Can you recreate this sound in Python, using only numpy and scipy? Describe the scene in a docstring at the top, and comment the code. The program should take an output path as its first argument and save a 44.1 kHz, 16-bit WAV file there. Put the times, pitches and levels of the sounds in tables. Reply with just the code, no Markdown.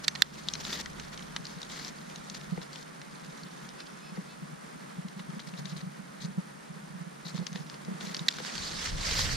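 """A long lighter clicks alight among dry stalks outdoors: its trigger rings the plastic body, and the second
click thuds low. The wand pushes in, scraping; husks rustle and snap, then sizzle in the flame. The hand bumps
the camera softly, now and then hard enough to knock its case; an insect buzzes and a far bird calls over the
open air. The trigger is let go, and the camera is drawn back through the leaves with a low rumble of wind."""
import sys
import numpy as np
from scipy import signal
from scipy.fft import rfft, irfft
from scipy.io import wavfile
from scipy.ndimage import uniform_filter1d

SR = 44100
rng = np.random.default_rng(int(sys.argv[2]) if len(sys.argv) > 2 else 0)


def generate_wav(sig):
    """Save sig (samples, or channels by samples) to the path in sys.argv[1] as 16-bit PCM at SR."""
    pcm = np.round(np.clip(np.atleast_2d(sig).T, -1, 1) * 32767).astype(np.int16)
    wavfile.write(sys.argv[1], SR, pcm)


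N = 412776
TIME = np.arange(N) / SR
CUT_HZ = 15600

# Two presses and the release of the trigger: t/s, level/dB, pitch factor, slip lead/s, slip/dB,
# rebound delay/s, rebound/dB, low cut/Hz, high cut/Hz, decay factor, left-right/dB at lean_hz
TRIGGER_CLICKS = [(0.0811, -6.5, 0.98, 0.00087, -3.5, .0022, -3, 1250, 8900, 0.75, -11),
                  (0.2209, 1, 0.94, 0.00052, -14, .0024, -31, 850, 12900, 1.08, -10.5),
                  (8.2842, -7.5, 0.923, .0005, -5, .0026, -0.5, 1830, 7600, 0.88, -4.5)]
# Tone of a rubbed dry husk: f/Hz, level/dB
HUSK_TONE = [(150, -9), (400, -1.5), (800, -7), (1300, -2.5), (1900, 1.5), (2600, -5), (3500, 0), (4400, 1),
             (6700, -2.5), (8400, -12.5), (11000, -18.5), (15000, -23)]
# Stereo image of the leaves: f/Hz, left-right correlation
LEAF_IMAGE = [(200, 0.96), (640, 1), (1400, 0.03), (3100, 0.61), (4500, 0.71), (6800, 0.05), (12000, -0.21)]
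# Stereo image of the open air and the skin rub: f/Hz, left-right correlation
AIR_IMAGE = [(150, 0.24), (400, -0.39), (700, -0.78), (1300, -0.16), (2400, 0.22), (4400, 0.63),
             (8000, -0.2), (15000, 0.3)]


def trigger(lean_hz=2660, scatter_db=-13, scatter_t60=0.027):
    """The trigger slips, strikes and rebounds in its hollow case; nearby leaves scatter each click."""
    # Modes of the plastic body: f/Hz, level/dB, t60/s
    body_modes = [(1620, -8, 0.0035), (1980, -3, 0.0053), (2940, -11.5, 0.011), (3560, -2.5, 0.005),
                  (3814, 1.5, 0.0089), (4350, 6, 0.0029), (5090, 5, 0.0042), (5400, -1.5, 0.0068),
                  (5900, -13.5, 0.015), (7660, -6.5, 0.0056), (10280, -25.5, 0.015), (13200, -13.5, 0.0048)]
    # Modes of the spring, ringing on the first press: f/Hz, level/dB, t60/s
    spring_modes = [(6100, -36, 0.086), (6350, -28, 0.027)]
    out, t = np.zeros((2, N)), np.arange(4096) / SR
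    for s, db, pitch, lead, slip_db, lag, rebound_db, low_hz, high_hz, decay, pan_db in TRIGGER_CLICKS:
        blows = [(0, slip_db), (lead, 0), (lead + lag, rebound_db)]
        lean = np.array([[.5], [-.5]]) * pan_db * lean_hz  # low modes lean furthest to one side
        body = [(hz, level + lean / hz, t60 * decay) for hz, level, t60 in body_modes]
        click = sum(amp(blow_db) * ring(body, t - delay, pitch) for delay, blow_db in blows)
        click = filtered(click, 4, low_hz, "high")  # a small body radiates little bass
        click = filtered(click, 2, high_hz, "low")  # a softer blow is duller
        click /= abs(click).max(axis=1).mean()
        echoes = rng.standard_normal((2, len(t))) * amp(-60 * t / scatter_t60)
        echoes *= amp(scatter_db) / np.linalg.norm(echoes[0])
        echoes[:, 0] = 1  # direct sound
        add(out, s - lead, amp(db) * signal.fftconvolve(echoes, click, axes=1))
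    add(out, TRIGGER_CLICKS[0][0], sides(0) * ring(spring_modes, t))
    return out


def click_thud(peak_db=-33, band_hz=(239, 798)):
    """One short, low thud on the second click."""
    out = np.zeros((2, N))
    thud = filtered(signal.unit_impulse(2048), 2, band_hz, "band")
    add(out, TRIGGER_CLICKS[1][0], sides(0) * amp(peak_db) * thud / abs(thud).max())
    return out


def snaps(build_s=0.001001, t60=0.019, width=0.37, ring_octaves=0.18, body_lift_db=7, gain_db=4):
    """Tiny tears build until a fibre breaks, then die away, ringing two modes of the husk."""
    # Breaking fibres: t/s, level/dB, ring/Hz, body below 2.5 kHz/dB, left-right/dB
    breaks = [(0.0445, -20.5, 4240, -11, -8), (0.1516, -18, 4230, -8, -4), (0.1564, -20.5, 1990, -4, -10),
              (0.485, -9, 3560, -16.5, 2), (0.536, -14, 5870, -18, 5), (0.552, -18.5, 4200, -5, 3),
              (0.65, -18, 4000, -2, -2), (0.728, -16, 3640, -29, -2), (0.8585, -20, 1950, 2, 4),
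              (0.9971, -22, 1910, -12, -1), (1.175, -25.5, 5600, -18, 4), (1.192, -26.5, 1900, -4, -3),
              (1.223, -31, 3500, -12, 0), (1.3627, -12.5, 2030, -5, 1), (1.4522, -22, 4300, -19, 3),
              (1.467, -23.5, 4600, -20, 2), (1.616, -24, 4300, -21, 2), (1.629, -22, 3870, -20, 2),
              (1.847, -22, 5500, -30, 8), (2.158, -25, 6250, -17, 1), (2.298, -22, 6300, -38, 4),
              (2.349, -24, 4330, -36, 0), (2.6151, -27.5, 4040, 4, 2), (2.757, -25, 3060, -9, 6),
              (3.015, -27.5, 1880, -8, 0), (3.433, -28.5, 4550, -14, 1), (3.689, -29.5, 5630, -18, 3),
              (3.8022, -24.5, 4330, -3, 2), (5.083, -30.5, 1950, -11, -1), (5.1937, -26.5, 2820, 12, 1),
              (5.302, -36, 2900, -10, 1), (5.393, -28, 2960, 6, 8), (5.5372, -28.5, 2880, 3, 3),
              (5.655, -25, 3960, -8, 13), (7.377, -27, 4350, 3, 7), (7.466, -17.5, 5910, -7.5, 7.5),
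              (7.529, -29, 6000, -16, 4),  (7.5575, -22, 1910, -4, 2), (7.6977, -25, 5230, -3, 3),
              (7.741, -31, 5040, -3, 2), (7.8486, -33, 5400, -13, 6), (8.0089, -25, 3550, 1, 8),
              (8.145, -14, 4070, -10, 3), (8.166, -18, 5000, -21, 0), (8.192, -18.5, 3750, -16, 0),
              (8.324, -24.5, 4300, -5, 2), (8.3847, -21, 3760, 4, 3.5), (8.448, -24.5, 4190, 3, -13),
              (8.553, -20, 4940, -10, -4.5), (8.5785, -16.5, 4450, -8, 2), (9.11, -13, 5400, -14, 2),
              (9.164, -26, 4420, -12, 0), (9.191, -12, 4500, -12, -3)]
    # Tone of a crack: f/Hz, level/dB
    crack_tone = [(200, -46), (800, -5), (1800, -1), (2700, -1), (3900, 1), (6000, -2.5), (7500, -13),
                  (9000, -21.5), (15000, -45)]
    out, t, hz = np.zeros((2, N)), np.arange(4096) / SR, np.fft.rfftfreq(4096, 1 / SR)
    tearing = np.minimum(t / build_s, 1) ** 3 * amp(-60 * t / t60)
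    for s, db, ring_hz, body_db, pan_db in breaks:
        mid, side = rng.standard_normal((2, len(t))) ** 3 * tearing
        mid, side = mid / np.linalg.norm(mid), width * side / np.linalg.norm(side)
        mid[round(1.3 * build_s * SR)] += 0.61 * amp(0.4 * (db + 22))  # loud breaks are cleaner
        tone_db = read(crack_tone, hz) + (body_db + body_lift_db) / (1 + (hz / 2500) ** 6)
        for mode_hz, lift_db in [(ring_hz, 8), (1.54 * ring_hz, 0.5)]:
            tone_db += lift_db * np.exp(-(np.log2((hz + 1) / mode_hz) / ring_octaves) ** 2)
        snap = irfft(rfft([mid + side, mid - side]) * sharp_attack(tone_db))
        add(out, s, amp(db + gain_db) * sides(pan_db) * 2 * snap / np.linalg.norm(snap))
    return out


def scrapes(edge_s=0.012, crisp_hz=(11800, 14600)):
    """The wand rasps along a husk in short strokes; harder pressure tears more brightly."""
    # Strokes of the wand: t/s, length/s, level/dB
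    wand_strokes = [(0.038, 0.012, -42), (0.377, 0.025, -42.5), (0.6, 0.02, -41), (0.637, 0.068, -42.5),
                    (0.699, 0.12, -40), (0.728, 0.034, -40), (1.0, 0.056, -53), (1.122, 0.026, -43.5),
                    (1.452, 0.11, -52.5), (1.697, 0.196, -43.5), (2.343, 0.036, -45), (2.618, 0.018, -46),
                    (2.724, 0.11, -51), (8.003, 0.13, -45.5)]
    pressure = strokes(wand_strokes, edge_s)
    grit = friction(grains_per_s=5500, size_db=3, rub=0.52, clump_db=1.94)
    rasp = colour(grit, HUSK_TONE, LEAF_IMAGE)
    top = unit(filtered(rasp, 3, crisp_hz, "band"))
    return sides(2.5) * pressure * (rasp + amp(15) * pressure * top)


def sizzles(edge_s=0.0089, hollow_hz=4100, hollow_mix=0.25):
    """Steam spits from a burning leaf in short spurts; the curled husk rings with them."""
    # Spurts of steam: t/s, length/s, level/dB
    spurts = [(5.19, 0.019, -49), (5.395, 0.028, -50), (5.468, 0.029, -50), (5.568, 0.034, -48),
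              (5.647, 0.084, -48), (5.764, 0.053, -46), (6.205, 0.058, -44.5), (7.25, 0.062, -48),
              (7.341, 0.054, -47), (7.551, 0.025, -43.5)]
    spit = friction(grains_per_s=3000, size_db=2.5, rub=0.4, clump_db=2.5, ring_db=2.5)
    fizz = colour(spit, HUSK_TONE, LEAF_IMAGE)
    hollow = unit(signal.lfilter(*signal.iirpeak(hollow_hz, Q=7, fs=SR), fizz))
    return sides(3) * strokes(spurts, edge_s) * ((1 - hollow_mix) * fizz + hollow_mix * hollow)


def rustle(draw_back_s=8.32, fade_in_s=0.025):
    """Leaves crinkle softly round the wand, then densely on drawing back, crisper the more they bend."""
    # Leaves stirring round the wand: t/s, level/dB
    stir_level = [(0, -56.5), (.6, -47.5), (1.0, -56), (2.3, -54.5), (2.9, -65), (3.25, -56.5),
                  (3.9, -59.5), (4.6, -65), (5.6, -62), (6.4, -70), (7.2, -64), (7.5, -52.5), (7.9, -65),
                  (8.1, -57), (8.3, -48)]
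    # Leaves bending before the retreating hand and slipping free: t/s, rise/s, fall/s, level/dB
    sweeps = [(8.47, 0.058, 0.11, -38.5), (8.65, 0.075, 0.15, -37), (8.861, 0.093, 0.044, -34),
              (9.075, 0.077, 0.099, -34), (9.199, 0.12, 0.12, -28.5), (9.33, 0.036, 0.05, -32.5)]
    # Tone of brushed leaves: f/Hz, level/dB
    leaf_tone = [(100, -37), (250, -41), (450, -3.5), (800, -7.5), (1300, -1.5), (1900, 1.5), (2600, -3),
                 (3500, 0.5), (4600, 3), (6500, -2), (8500, -9), (11000, -30), (15000, -33)]
    sparse = friction(grains_per_s=1500, size_db=3, rub=0.7, clump_db=3, ring_db=2.5)
    dense = friction(grains_per_s=5000, size_db=1.5, rub=0.9, clump_db=1.1, ring_db=2.2)
    stirring = colour(sparse, HUSK_TONE, LEAF_IMAGE) * amp(curve(stir_level))
    fade_in = np.clip((TIME - draw_back_s) / fade_in_s + 1, 0, 1)
    bend = fade_in * np.linalg.norm([swell(*row) for row in sweeps], axis=0)
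    brush = colour(dense, leaf_tone, LEAF_IMAGE) + amp(11) * bend * splinters()
    return stirring + sides(-2) * bend * brush


def splinters(ticks_per_s=2500, band_hz=(9000, 14000)):
    """The finest fibres part in separate, very high ticks."""
    ticks = rng.standard_normal((2, N)) * (rng.random((2, N)) < ticks_per_s / SR)
    return unit(filtered(ticks, 2, band_hz, "band"))


def friction(grains_per_s, size_db, rub, clump_db, ring_db=1.5):
    """Dry edges catch and slip in clumps of tiny clicks; each leaf in turn adds its own ring."""
    size = amp(size_db * np.minimum(rng.exponential(1, (2, N)), 4))
    slips = size * rng.choice([-1, 1], (2, N)) * (rng.random((2, N)) < grains_per_s / SR)
    texture = fibres(slips) + rub * rng.standard_normal((2, N))
    texture *= amp(clump_db * drift(60))
    frames = signal.stft(texture, nperseg=256)[2]
    rings = uniform_filter1d(rng.standard_normal(frames.shape[1:]), size=4, axis=0)  # width in pitch
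    rings = unit(uniform_filter1d(rings, size=9, axis=1))  # length in time
    return signal.istft(frames * amp(ring_db * rings))[1][:, :N]


def fibres(slips, width_hz=2000, count=8):
    """Each slip rings one of several fibres at random, so the colour jumps from click to click."""
    hz = np.fft.rfftfreq(N, 1 / SR)
    bands = 1 / (1 + ((hz - np.linspace(0, CUT_HZ, count)[:, None]) / width_hz) ** 4)
    bands /= np.linalg.norm(bands, axis=0)
    which = rng.integers(0, count, slips.shape)
    return unit(irfft(sum(rfft(slips * (which == k)) * band for k, band in enumerate(bands)), N))


def knocks(right_lag_s=0.00038, pan_db=8, gain_db=1):
    """A hard bump of the hand knocks the camera case and sets it ringing."""
    # Hard bumps of the hand: t/s, level/dB
    hard_bumps = [(2.576, -32.5), (4.173, -38), (7.345, -46), (7.397, -43), (7.424, -42), (7.557, -40.5),
                  (7.88, -40), (8.4, -36)]
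    # Modes of the knocked case: f/Hz, level/dB, t60/s
    knock_modes = [(318, -9.5, 0.092), (405, -4, 0.047), (495, -1, 0.058), (646, -2, 0.017),
                   (863, 0, 0.021), (1250, -35, .02), (2030, -4, 0.019)]
    out, t = np.zeros((2, N)), np.arange(4096) / SR
    knock = ring(knock_modes, t - np.array([[0], [right_lag_s]]))
    for s, db in hard_bumps:
        add(out, s, amp(db + gain_db) * sides(pan_db) * knock / abs(knock).max())
    return out


def bumps(rise_s=0.01157, sharpness=2.77, left_lag_s=0.0011, low_cut_hz=120, rub_db=-22.5):
    """Each bump of the hand swells and dies in a few cycles of the camera case; skin rubs with it."""
    # Thumps on the case: t/s of the peak, level/dB, f/Hz, left-right/dB
    thumps = [(1.403, -34, 162, 2), (1.573, -35.5, 177, 6), (2.53, -23.5, 175, -6), (2.583, -31.5, 174, 3),
              (4.128, -34.5, 186, -1), (4.189, -28.5, 185, 0), (4.429, -32.5, 185, 1), (4.533, -37, 167, 6),
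              (4.992, -29, 172, 2), (5.056, -31.5, 190, 0), (5.173, -35, 195, -4), (5.205, -35.5, 185, -1),
              (5.296, -33, 173, 8), (5.374, -32, 199, 0), (5.477, -36.5, 180, -4), (5.539, -34, 176, 0),
              (5.595, -32.5, 163, 3), (5.621, -34, 160, 3), (5.655, -33.5, 180, -1), (5.73, -29.5, 170, -2),
              (5.763, -34, 163, -1), (5.837, -30.5, 179, 1), (5.874, -30.5, 170, 1), (6.001, -36, 188, -1),
              (6.252, -26.5, 171.4, -1), (6.288, -33, 188, -4), (6.31, -38, 180, -4), (6.386, -22, 181, -1),
              (6.708, -36, 172, -4), (6.771, -41, 177, -7), (6.912, -38, 173, -6), (6.956, -36, 170, -7),
              (7.017, -33, 171, -5), (7.074, -36, 179, -8), (7.265, -35.5, 172, 0), (7.352, -27.5, 176, -7),
              (7.396, -28, 180, -9), (7.419, -29.5, 182, -7), (7.526, -34, 179, -3),
              (7.558, -31.5, 191, -6), (7.607, -34.5, 170, -10), (7.888, -28.5, 189, -2),
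              (7.918, -28.5, 196, -1), (7.953, -36.5, 172, -3), (8.042, -33, 195, 2),
              (8.078, -33.5, 190, -4), (8.11, -36, 176, 3), (8.216, -28.5, 168, -2)]
    # Tone of rubbing skin: f/Hz, level/dB
    skin_tone = [(150, -36), (270, 3), (480, 7), (700, 1), (3000, -56)]
    out, push = np.zeros((2, N)), np.zeros((2, N))
    t = np.maximum(np.arange(4096) / SR - np.array([[left_lag_s], [0]]), 0)
    envelope = (t / rise_s * np.exp(1 - t / rise_s)) ** sharpness
    for s, db, hz, pan_db in thumps:
        start = s - rise_s - left_lag_s
        tone = np.sin(2 * np.pi * (hz * t + rng.random()))
        add(out, start, amp(db) * sides(pan_db) * envelope * tone)
        add(push, start, amp(db) * envelope)
    out += amp(rub_db) * push * colour(rng.standard_normal((2, N)), skin_tone, AIR_IMAGE)
    return signal.sosfiltfilt(signal.butter(10, low_cut_hz, "high", fs=SR, output="sos"), out)


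def grip(rough_db=2.2, gain_db=1):
    """The hand's grip murmurs in the camera case."""
    # Murmur of the grip: t/s, level/dB
    grip_level = [(0.0, -48), (4.01, -53), (5.5, -49.5), (6.6, -52), (8.86, -49), (9.36, -45.5)]
    # Tone of the case: f/Hz, level/dB
    case_tone = [(20, -32), (110, -54), (142, 0), (165, -0.5), (205, -2), (260, -12), (350, -26.5),
                 (700, -47)]
    rubbing = rng.standard_normal((2, N)) * amp(rough_db * drift(30))
    murmur = colour(rubbing, case_tone, image=[(100, 0.94), (300, 0.25)])
    return sides(-0.13) * murmur * amp(curve(grip_level) + gain_db)


def wind(buffet_db=2.5, calm_db=-80):
    """Swells of air buffet the microphone with a low rumble."""
    # Swells of air: t/s, rise/s, fall/s, level/dB
    gusts = [(0.8, .35, 0.8, -56.5), (2.5, .04, .05, -63), (8.58, 0.02, 0.56, -49),
             (8.96, 0.049, 0.03, -39), (9.27, 0.11, 0.098, -30)]
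    # Tone of the rumble: f/Hz, level/dB
    gust_tone = [(10, -11), (25, 6), (65, 3.5), (110, 0), (200, -12), (400, -26), (1200, -80)]
    eddies = rng.standard_normal((2, N)) * amp(buffet_db * drift(24))
    rumble = colour(eddies, gust_tone, image=[(50, 0.88), (200, 0.33)])
    return rumble * np.hypot(sum(swell(*row) for row in gusts), amp(calm_db))


def hum(hz=70, waver_hz=3.7):
    """A faint, wavering low hum swells and fades early on."""
    tone = np.sqrt(2) * np.sin(2 * np.pi * np.cumsum(hz + waver_hz * drift(6)) / SR)
    return tone * swell(peak_s=0.9, rise_s=1, fall_s=0.34, db=-58.5)


def throb(pulses_per_s=9.75, width_s=0.0034, peak_db=-67):
    """Soft, evenly spaced pulses in the deep bass."""
    from_centre = (TIME * pulses_per_s % 1 - .5) / pulses_per_s / width_s
    return amp(peak_db) * from_centre * np.exp((1 - from_centre ** 2) / 2)


def insect(hz=8980, waver_hz=30, strokes_per_s=59.5, stroke_share=0.15, level_db=-69):
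    """Each wing stroke rings one short, high note."""
    cycle = np.cumsum(strokes_per_s + 0.21 * drift(2.2)) / SR % 1
    wings = np.exp(-((cycle - .5) / stroke_share) ** 2)
    note = np.sin(2 * np.pi * np.cumsum(hz + waver_hz * drift(120)) / SR)
    return amp(level_db) * unit(wings * note)


def bird(arch=0.059, waver=0.0225, throat_db=8, throat_width_hz=450):
    """Three thin, nasal cries far off, each arching in pitch; the throat rings lower on the last."""
    # Cries: t/s, length/s, f/Hz, glide as a share of f, throat resonance/Hz, level/dB
    cries = [(3.77, 0.073, 437, -0.0096, 5100, -56), (4.005, 0.12, 436, 0.0097, 5200, -58.5),
             (4.27, 0.085, 435, -0.019, 4200, -59)]
    # The bird's voice: harmonic number, level/dB
    harmonics = [(6, 2), (7, -9), (8, -2), (9, -6), (10, -5), (11, -8), (12, -7), (13, -12)]
    out, tremble = np.zeros((2, N)), waver * drift(150)
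    for s, length, hz, glide, throat_hz, db in cries:
        u = np.linspace(-1, 1, round(length * SR))  # start to end of the cry
        pitch = hz * (1 + glide * u - arch * u ** 2 + tremble[round(s * SR):][:len(u)])
        phase = 2 * np.pi * np.cumsum(pitch) / SR
        cry = np.zeros(len(u))
        for k, level in harmonics:
            lift_db = throat_db * np.exp(-((k * hz - throat_hz) / throat_width_hz) ** 2)
            cry += amp(level + lift_db) * np.sin(k * phase)
        add(out, s, amp(db) * sides(0) * unit(cry * (1 - u ** 2)))
    return out


def air(gain_db=11.5, flutter_db=0.8):
    """The even wash of the outdoors."""
    # Bed of open air: t/s, level/dB
    air_level = [(0.0, -58), (6.9, -60.5), (7.8, -59), (8.15, -56.5)]
    # Its tone: f/Hz, level/dB
    air_tone = [(100, -25), (200, 2), (400, -1), (650, -0.5), (1000, -1.5), (1350, -2), (1900, -5.5),
                (2700, -13), (4500, -15.5), (7000, -17.5), (10000, -21), (13000, -31.5), (15500, -80)]
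    wash = colour(rng.standard_normal((2, N)), air_tone, AIR_IMAGE)
    return sides(-1.2) * wash * amp(curve(air_level) + gain_db + flutter_db * drift(16))


def amp(db):
    """Decibels to gain."""
    return 10 ** (np.asarray(db) / 20)


def unit(x):
    """Scales to rms 1."""
    return x / np.sqrt(np.mean(x ** 2) + 1e-20)


def curve(rows):
    """Rows of (t/s, value) read at every sample."""
    return np.interp(TIME, *np.transpose(rows))


def read(rows, hz):
    """Rows of (f/Hz, value) read on a log axis."""
    f, value = np.transpose(rows)
    return np.interp(np.log(hz + 1), np.log(f + 1), value)


def add(mix, s, sound):
    """Lays a stereo sound into the mix at time s."""
    part = mix[:, max(round(s * SR), 0):][:, :sound.shape[1]]
    part += sound[:, :part.shape[1]]


def sides(pan_db):
    """Left and right gains for a level difference."""
    return amp([[pan_db / 2], [-pan_db / 2]])


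def drift(hz):
    """A random wander of rms 1, rolling off above hz."""
    f = np.fft.rfftfreq(N, 1 / SR)
    return unit(irfft(rfft(rng.standard_normal(N)) * np.exp(-(f / hz) ** 2), N))


def swell(peak_s, rise_s, fall_s, db):
    """An envelope that grows exponentially to its peak and dies away."""
    return amp(db) * np.exp(np.minimum((TIME - peak_s) / rise_s, (peak_s - TIME) / fall_s))


def strokes(rows, edge_s):
    """Attack, hold and release for each row of (t/s, length/s, level/dB)."""
    return sum(amp(db) * np.clip(np.minimum(TIME - s, s + length - TIME) / edge_s + .5, 0, 1)
               for s, length, db in rows)


def filtered(x, order, hz, kind):
    """A low-, high- or band-pass filter."""
    return signal.lfilter(*signal.butter(order, hz, kind, fs=SR), x)


def colour(pair, tone, image):
    """Gives two unrelated signals a tone and a stereo image."""
    hz = np.fft.rfftfreq(N, 1 / SR)
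    correlation = np.clip(read(image, hz), -1, 1)
    mid, side = rfft(pair) * amp(read(tone, hz)) * np.sqrt([1 + correlation, 1 - correlation])
    return unit(irfft([mid + side, mid - side], N))


def sharp_attack(tone_db):
    """The spectrum of the most abrupt pulse that has this tone."""
    log_gain = np.log(amp(np.concatenate([tone_db, tone_db[-2:0:-1]])))
    return np.exp(np.conj(signal.hilbert(log_gain)))[:len(tone_db)]


def ring(modes, t, pitch=1):
    """Dying modes of a body struck at t = 0."""
    t = np.maximum(t, 0)
    return sum((-1) ** k * amp(db - 60 * t / t60) * np.sin(2 * np.pi * hz * pitch * t)
               for k, (hz, db, t60) in enumerate(modes))


def scene():
    """Lighter, leaves and hand over the outdoor bed."""
    leaves = snaps() + scrapes() + sizzles() + rustle() + knocks()
    lighter = trigger() + click_thud()
    hand = bumps() + grip()
    background = wind() + hum() + throb() + air() + insect() + bird()
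    return lighter + leaves + hand + background


def record(dry, threshold_db=-7, ratio=2, react_s=0.004):
    """Clips at full scale, ducks just after the loudest clicks and cuts the top treble."""
    over_db = np.maximum(20 * np.log10(abs(dry).max(0) + 1e-9) - threshold_db, 0)
    release = 35 * TIME  # the held overshoot falls 35 dB a second
    held_db = np.maximum.accumulate(over_db + release) - release
    duck_db = np.interp(TIME - react_s, TIME, held_db) * (1 - 1 / ratio)
    lowpass = signal.firwin(401, CUT_HZ, window=("kaiser", 9), fs=SR)
    return signal.oaconvolve(np.clip(dry, -1, 1) / amp(duck_db), lowpass[None], "same")


dry = scene()
out = record(dry)
generate_wav(out)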